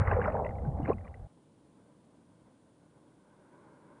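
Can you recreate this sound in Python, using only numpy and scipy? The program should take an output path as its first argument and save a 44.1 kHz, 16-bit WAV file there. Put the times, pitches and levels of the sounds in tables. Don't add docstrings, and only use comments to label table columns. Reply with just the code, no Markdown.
import sys
import numpy as np
from scipy import signal
from scipy.fft import rfft, irfft
from scipy.io import wavfile
from scipy.ndimage import uniform_filter1d

SR = 44100
rng = np.random.default_rng(int(sys.argv[2]) if len(sys.argv) > 2 else 0)


def dump(signal):
    limited = np.clip(np.atleast_2d(signal).T, -1, 1)
    pcm = np.round(limited * 32767).astype(np.int16)
    wavfile.write(sys.argv[1], SR, pcm)


N = 176400
TIME_S = np.arange(N) / SR

# freq_hz, gain_db
HISS_SPECTRUM = [(20, -5), (2600, -2), (3300, 0.5), (4500, -3.5), (6000, -5.5), (8600, -2), (9500, 2),
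                 (9900, 1), (10400, -10.5)]
# time_s, level_db
ROAR_LEVEL = [(1.27, -63), (1.8, -62.5), (2.3, -61.5), (2.7, -64.5), (2.95, -62), (3.4, -63.5),
              (3.7, -61.5), (4, -60.5)]
# freq_hz, gain_db
ROAR_SPECTRUM = [(20, -21.5), (45, -18), (65, -10.5), (105, -3.5), (155, 2), (230, -1), (315, 0.5),
                 (360, -8), (460, -7.5), (550, -8), (700, -14), (790, -16), (900, -17), (1060, -17),
                 (1160, -21.5), (1600, -31.5), (1800, -30), (2500, -39), (4000, -64)]
# time_s, level_db
BREAKER_LEVEL = [(1.27, -78.5), (1.7, -77.5), (1.91, -71.5), (2.0, -79), (2.35, -71), (2.7, -77),
                 (2.87, -71.5), (3.19, -69), (3.25, -67.5), (3.45, -64.5), (3.62, -61.5), (4, -63)]
# freq_hz, gain_db
BREAKER_SPECTRUM = [(150, -35), (320, 4.5), (460, -4), (580, 3), (690, -13), (790, -4.5), (870, -1),
                    (1020, -1), (1160, -10), (1280, -13), (1400, -8), (1560, -5.5), (1740, -20.5),
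                    (2200, -18.5), (2600, -30), (4000, -47)]
# time_s, level_db
EDDY_LEVEL = [(0, -23.5), (.04, -50), (.07, -29.5), (.15, -32.5), (.2, -36.5), (.28, -36.5), (.35, -39),
              (.44, -41), (.51, -36), (.55, -39.5), (.61, -36.5), (.79, -35.5), (.86, -41), (.95, -38.5),
              (1.0, -43.5), (1.11, -46.5), (1.15, -50.5), (1.19, -45.5), (1.24, -43.5), (1.27, -47)]
# freq_hz, gain_db
EDDY_SPECTRUM = [(20, -18.5), (32, -16), (45, -5), (65, 3), (78, -1.5), (89, 5), (102, -5.5), (160, -13.5),
                 (240, -24), (350, -25), (700, -76)]
# time_s, level_db
WASH_LEVEL = [(0, -45), (.48, -43), (.6, -44.5), (.86, -49.5), (.96, -57), (1.1, -59), (1.27, -58.5)]
# freq_hz, gain_db
WASH_SPECTRUM = [(200, -25), (350, -12), (420, -3), (480, 2.5), (560, -2), (630, -1), (700, 1.5),
                 (790, 2.5), (870, -5.5), (950, -14), (1100, -16.5), (1300, -28.5), (2500, -59)]
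# time_s, level_db
GURGLE_LEVEL = [(0, -39), (.06, -49.5), (.14, -44.5), (.22, -37.5), (.31, -41), (.39, -42), (.45, -45),
                (.56, -55.5), (.66, -39.5), (.75, -44.5), (.8, -45), (.88, -38), (.94, -42), (.98, -53.5),
                (1.1, -56.5), (1.27, -64.5)]
# freq_hz, gain_db
GURGLE_SPECTRUM = [(70, -24), (120, -1.5), (160, -1), (220, 1), (280, -9), (350, -10.5), (450, -22),
                   (800, -64)]
# time_s, level_db
CHURN_LEVEL = [(0, -38.5), (.04, -42.5), (.1, -37), (.125, -30.5), (.145, -37), (.25, -38.5), (.28, -32),
               (.31, -44.5), (.335, -37.5), (.355, -33.5), (.41, -34.5), (.46, -37), (.5, -49.5),
               (.62, -66.5), (.66, -44), (.72, -58), (.8, -42), (.83, -54), (.87, -43.5), (.905, -29),
               (.925, -40.5), (.95, -63.5), (1.03, -60.5), (1.07, -52.5), (1.12, -62), (1.27, -73)]
# freq_hz, gain_db
CHURN_SPECTRUM = [(200, -34), (340, -11.5), (400, -2.5), (490, 0), (600, -1), (700, -4), (790, 1),
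                  (880, -2), (950, -5.5), (1080, -7), (1230, -20.5), (1600, -28.5), (2200, -42.5),
                  (3200, -67)]
# time_s, level_db
FOAM_LEVEL = [(0, -35), (.035, -46.5), (.08, -39.5), (.125, -39.5), (.15, -41.5), (.19, -45.5),
              (.255, -42.5), (.285, -40.5), (.31, -50), (.37, -51), (.42, -63.5), (.5, -60.5), (.55, -67.5),
              (.66, -66.5), (.73, -75), (.8, -61.5), (.83, -65), (.86, -50.5), (.91, -48), (.95, -70.5),
              (1.0, -68), (1.03, -71), (1.07, -65), (1.1, -71), (1.27, -76)]
# freq_hz, gain_db
FOAM_SPECTRUM = [(500, -25.5), (850, -11), (1080, 4.5), (1280, 3.5), (1580, -0.5), (1800, -5.5), (2080, -3),
                 (2400, -14), (2950, -27.5), (3150, -45), (5000, -47.5), (7000, -70)]
# start_s, pitch_hz, level_db, t60_s
WALL_BUBBLES = [(.073, 1970, -25.5, 0.0041), (.077, 1480, -33, .015), (.11, 2600, -39.5, .014),
                (0.112, 1595, -24.5, .016), (.131, 1890, -34.5, 0.013), (.214, 1610, -26.5, 0.013),
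                (.241, 2280, -36.5, 0.011), (.246, 1900, -31.5, 0.012), (0.255, 1400, -26.5, .018),
                (.279, 1316, -31, 0.022), (.2695, 5160, -42.5, 0.008), (.301, 1850, -41.5, 0.012),
                (.32, 2460, -50, 0.0099), (.366, 1580, -38, 0.0074), (0.445, 1970, -42.5, .016),
                (.446, 2580, -45, .010), (0.463, 1973, -35.5, 0.023), (0.489, 2060, -44.5, 0.024),
                (0.507, 1870, -50.5, 0.013), (.553, 2230, -56, 0.016), (0.582, 2030, -52, 0.03),
                (.649, 1530, -48, 0.03), (0.828, 2850, -57.5, .012), (.842, 2850, -58, 0.0092),
                (0.85, 2100, -41.5, 0.039), (0.8565, 1740, -34, 0.0052), (0.877, 2380, -43, 0.012),
                (.89, 2700, -52.5, 0.012), (.89, 4120, -38, .008), (.895, 1935, -49, 0.012),
                (0.929, 2484, -47.5, 0.013), (0.981, 2035, -50, .024), (1.009, 1850, -58, .02),
                (1.045, 2340, -56.5, 0.029), (1.053, 1130, -49.5, 0.051), (1.067, 1950, -54, 0.024),
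                (1.076, 1960, -46, 0.002), (1.14, 1996, -46, 0.017)]
# start_s, pitch_hz, level_db, swell_s, t60_s, rise_oct_per_s
AIR_POCKETS = [(.001, 102.3, -17, 0.019, 0.048, 2.5), (0.041, 89.3, -25, 0.014, 0.66, -0.26),
               (.112, 798, -23.5, 0.0031, 0.047, 1), (.121, 960, -27, 0.0038, 0.021, 4),
               (0.129, 87, -25, 0.025, 0.087, 1.5), (.165, 516, -22, 0.004, 0.11, -1),
               (.187, 492, -21.5, 0.004, 0.12, .5), (.274, 590, -23.5, 0.012, 0.061, 4),
               (.342, 597, -25, 0.0024, 0.031, 2), (0.35, 908, -26, 0.0033, 0.029, 4),
               (.398, 790, -24, 0.0015, 0.019, 4), (.457, 597, -26, 0.0012, 0.043, 5),
               (.492, 72, -26.5, 0.0046, 0.064, -2), (0.672, 128, -22.5, 0.011, 0.084, 3.5),
               (0.795, 277, -29, 0.0041, 0.097, 4.5), (0.826, 143.5, -25, 0.0072, 0.041, 3),
               (.884, 274, -23, 0.0083, 0.038, 8.5), (.885, 513, -25, 0.0033, 0.049, 8.5),
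               (.896, 405.4, -16.5, 0.0096, 0.018, 19.5), (.914, 1023, -28.5, 0.0041, .028, 10),
               (0.941, 209.4, -35, 0.0051, .07, 2.1), (1.208, 54, -35, 0.017, 0.13, 1.3)]


def from_db(db):
    return 10 ** (np.asarray(db) / 20)


def unit_rms(x):
    return x / np.sqrt(np.mean(x ** 2) + 1e-20)


def envelope(points):
    return from_db(np.interp(TIME_S, *np.transpose(points)))


def coloured(x, spectrum):
    freq_hz, gain_db = np.transpose(spectrum)
    bins_hz = np.maximum(np.arange(N // 2 + 1) * SR / N, 1)
    gain = from_db(np.interp(np.log(bins_hz), np.log(freq_hz), gain_db))
    return unit_rms(irfft(rfft(x) * gain, N))


def noise(spectrum):
    return coloured(rng.standard_normal(N), spectrum)


def steadied(x, window_s):
    size = max(int(window_s * SR), 2)
    power = uniform_filter1d(uniform_filter1d(x * x, size), size)
    return x / np.sqrt(np.abs(power) + 1e-6)


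def flutter(rms_db, rate_hz):
    knots = rng.standard_normal(1000)
    wander = np.interp(TIME_S * rate_hz * 2, np.arange(len(knots)), knots)
    return from_db(rms_db * unit_rms(wander))


def add(out, start_s, sound):
    start = int(np.clip(start_s * SR, 0, N))
    out[start:start + len(sound)] += sound[:N - start]


def bubble(pitch_hz, swell_s, t60_s, rise_oct_per_s):
    t = np.arange(int((swell_s + t60_s) * SR) + 2) / SR
    swell = np.sin(np.pi / 2 * np.minimum(t / swell_s, 1)) ** 2
    decay = from_db(-60 * np.maximum(t - swell_s, 0) / t60_s)
    glide_hz = pitch_hz * 2 ** (rise_oct_per_s * t)
    return swell * decay * np.sin(2 * np.pi * np.cumsum(glide_hz) / SR)


def swarm(spectrum, band_hz, births_per_s, t60_cycles, spread_db, far_mix, span_s=2):
    low_hz, high_hz = band_hz
    near = np.zeros(N)
    for when, pitch, size, sign in rng.random((int(births_per_s * span_s), 4)):
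        hz = low_hz * (high_hz / low_hz) ** pitch
        t60_s = t60_cycles / hz
        gain = from_db(spread_db * min(-np.log(1 - size), 4)) * np.sign(sign - .5)
        add(near, when * span_s, gain * bubble(hz, 1 / hz, t60_s, rise_oct_per_s=0.22 / t60_s))
    cloud = np.sqrt((1 - far_mix) / 2) * coloured(near, spectrum) + np.sqrt(far_mix) * noise(spectrum)
    return steadied(cloud, window_s=0.04)


def hiss(level_db=-78.5):
    return from_db(level_db) * noise(HISS_SPECTRUM)


def surf():
    roar = envelope(ROAR_LEVEL) * steadied(noise(ROAR_SPECTRUM), window_s=0.068)
    breaker = envelope(BREAKER_LEVEL) * noise(BREAKER_SPECTRUM)
    return (roar + breaker) * flutter(rms_db=1, rate_hz=18)


def wash():
    return envelope(WASH_LEVEL) * steadied(noise(WASH_SPECTRUM), window_s=0.027)


def eddies():
    return envelope(EDDY_LEVEL) * steadied(noise(EDDY_SPECTRUM), window_s=0.097)


def bubble_clouds():
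    gurgle = swarm(GURGLE_SPECTRUM, band_hz=(110, 380), births_per_s=160,
                   t60_cycles=6.9, spread_db=2.8, far_mix=0.36)
    churn = swarm(CHURN_SPECTRUM, band_hz=(386.4, 1418), births_per_s=700,
                  t60_cycles=21.3, spread_db=4.1, far_mix=0.3)
    foam = swarm(FOAM_SPECTRUM, band_hz=(900, 3030), births_per_s=640,
                 t60_cycles=6.6, spread_db=5.5, far_mix=0.32)
    return envelope(GURGLE_LEVEL) * gurgle + envelope(CHURN_LEVEL) * churn + envelope(FOAM_LEVEL) * foam


def housing_wall(x, cutoff_hz=2950, leak_db=-25.5):
    lowpass = signal.cheby1(12, .5, cutoff_hz, fs=SR, output="sos")
    return signal.sosfilt(lowpass, x + 1e-18) + from_db(leak_db) * x


def stray_bubbles(rate_per_s=30, span_s=1.14, centre_hz=1780, max_db=-61.5, range_db=14.5, t60_s=0.012):
    return [(when * span_s, centre_hz * 2 ** (pitch - .5), max_db - range_db * faintness, t60_s)
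            for when, pitch, faintness in rng.random((int(rate_per_s * span_s), 3))]


def ticks(swell_s=0.002536, rise_oct_per_s=1.4, snap_db=-6.5,
          splinters=4, splinter_db=-14, spread_oct=0.31, scatter_s=0.007):
    out = np.zeros(N)
    for start_s, pitch_hz, level_db, t60_s in list(WALL_BUBBLES) + stray_bubbles():
        add(out, start_s, from_db(level_db) * bubble(pitch_hz, swell_s, t60_s, rise_oct_per_s))
        snap = rng.choice([-1, 1]) * bubble(pitch_hz, 1 / pitch_hz, t60_s=0.0013, rise_oct_per_s=0)
        add(out, start_s + swell_s, from_db(level_db + snap_db) * snap)
        for lag, detune in zip(rng.random(splinters), rng.standard_normal(splinters)):
            hz = pitch_hz * 2 ** (spread_oct * detune)
            splinter = bubble(hz, 2 / hz, t60_s=0.0024, rise_oct_per_s=rise_oct_per_s)
            add(out, start_s + scatter_s * lag, from_db(level_db + splinter_db) * splinter)
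    return housing_wall(out)


def gulps():
    out = np.zeros(N)
    for start_s, pitch_hz, level_db, swell_s, t60_s, rise_oct_per_s in AIR_POCKETS:
        add(out, start_s, from_db(level_db) * bubble(pitch_hz, swell_s, t60_s, rise_oct_per_s))
    return out * flutter(rms_db=1.18, rate_hz=100)


def scene(cut_s=1.271, fade_s=0.0037):
    submerged = np.clip((cut_s - TIME_S) / fade_s + .5, 0, 1)
    underwater = eddies() + wash() + bubble_clouds() + gulps() + ticks()
    water = submerged * underwater + (1 - submerged) * surf()
    return (water + hiss())[None]


def record(dry, cutoff_hz=10100):
    return signal.sosfilt(signal.ellip(10, .2, 70, cutoff_hz, fs=SR, output="sos"), dry)


dry = scene()
out = record(dry)
dump(out)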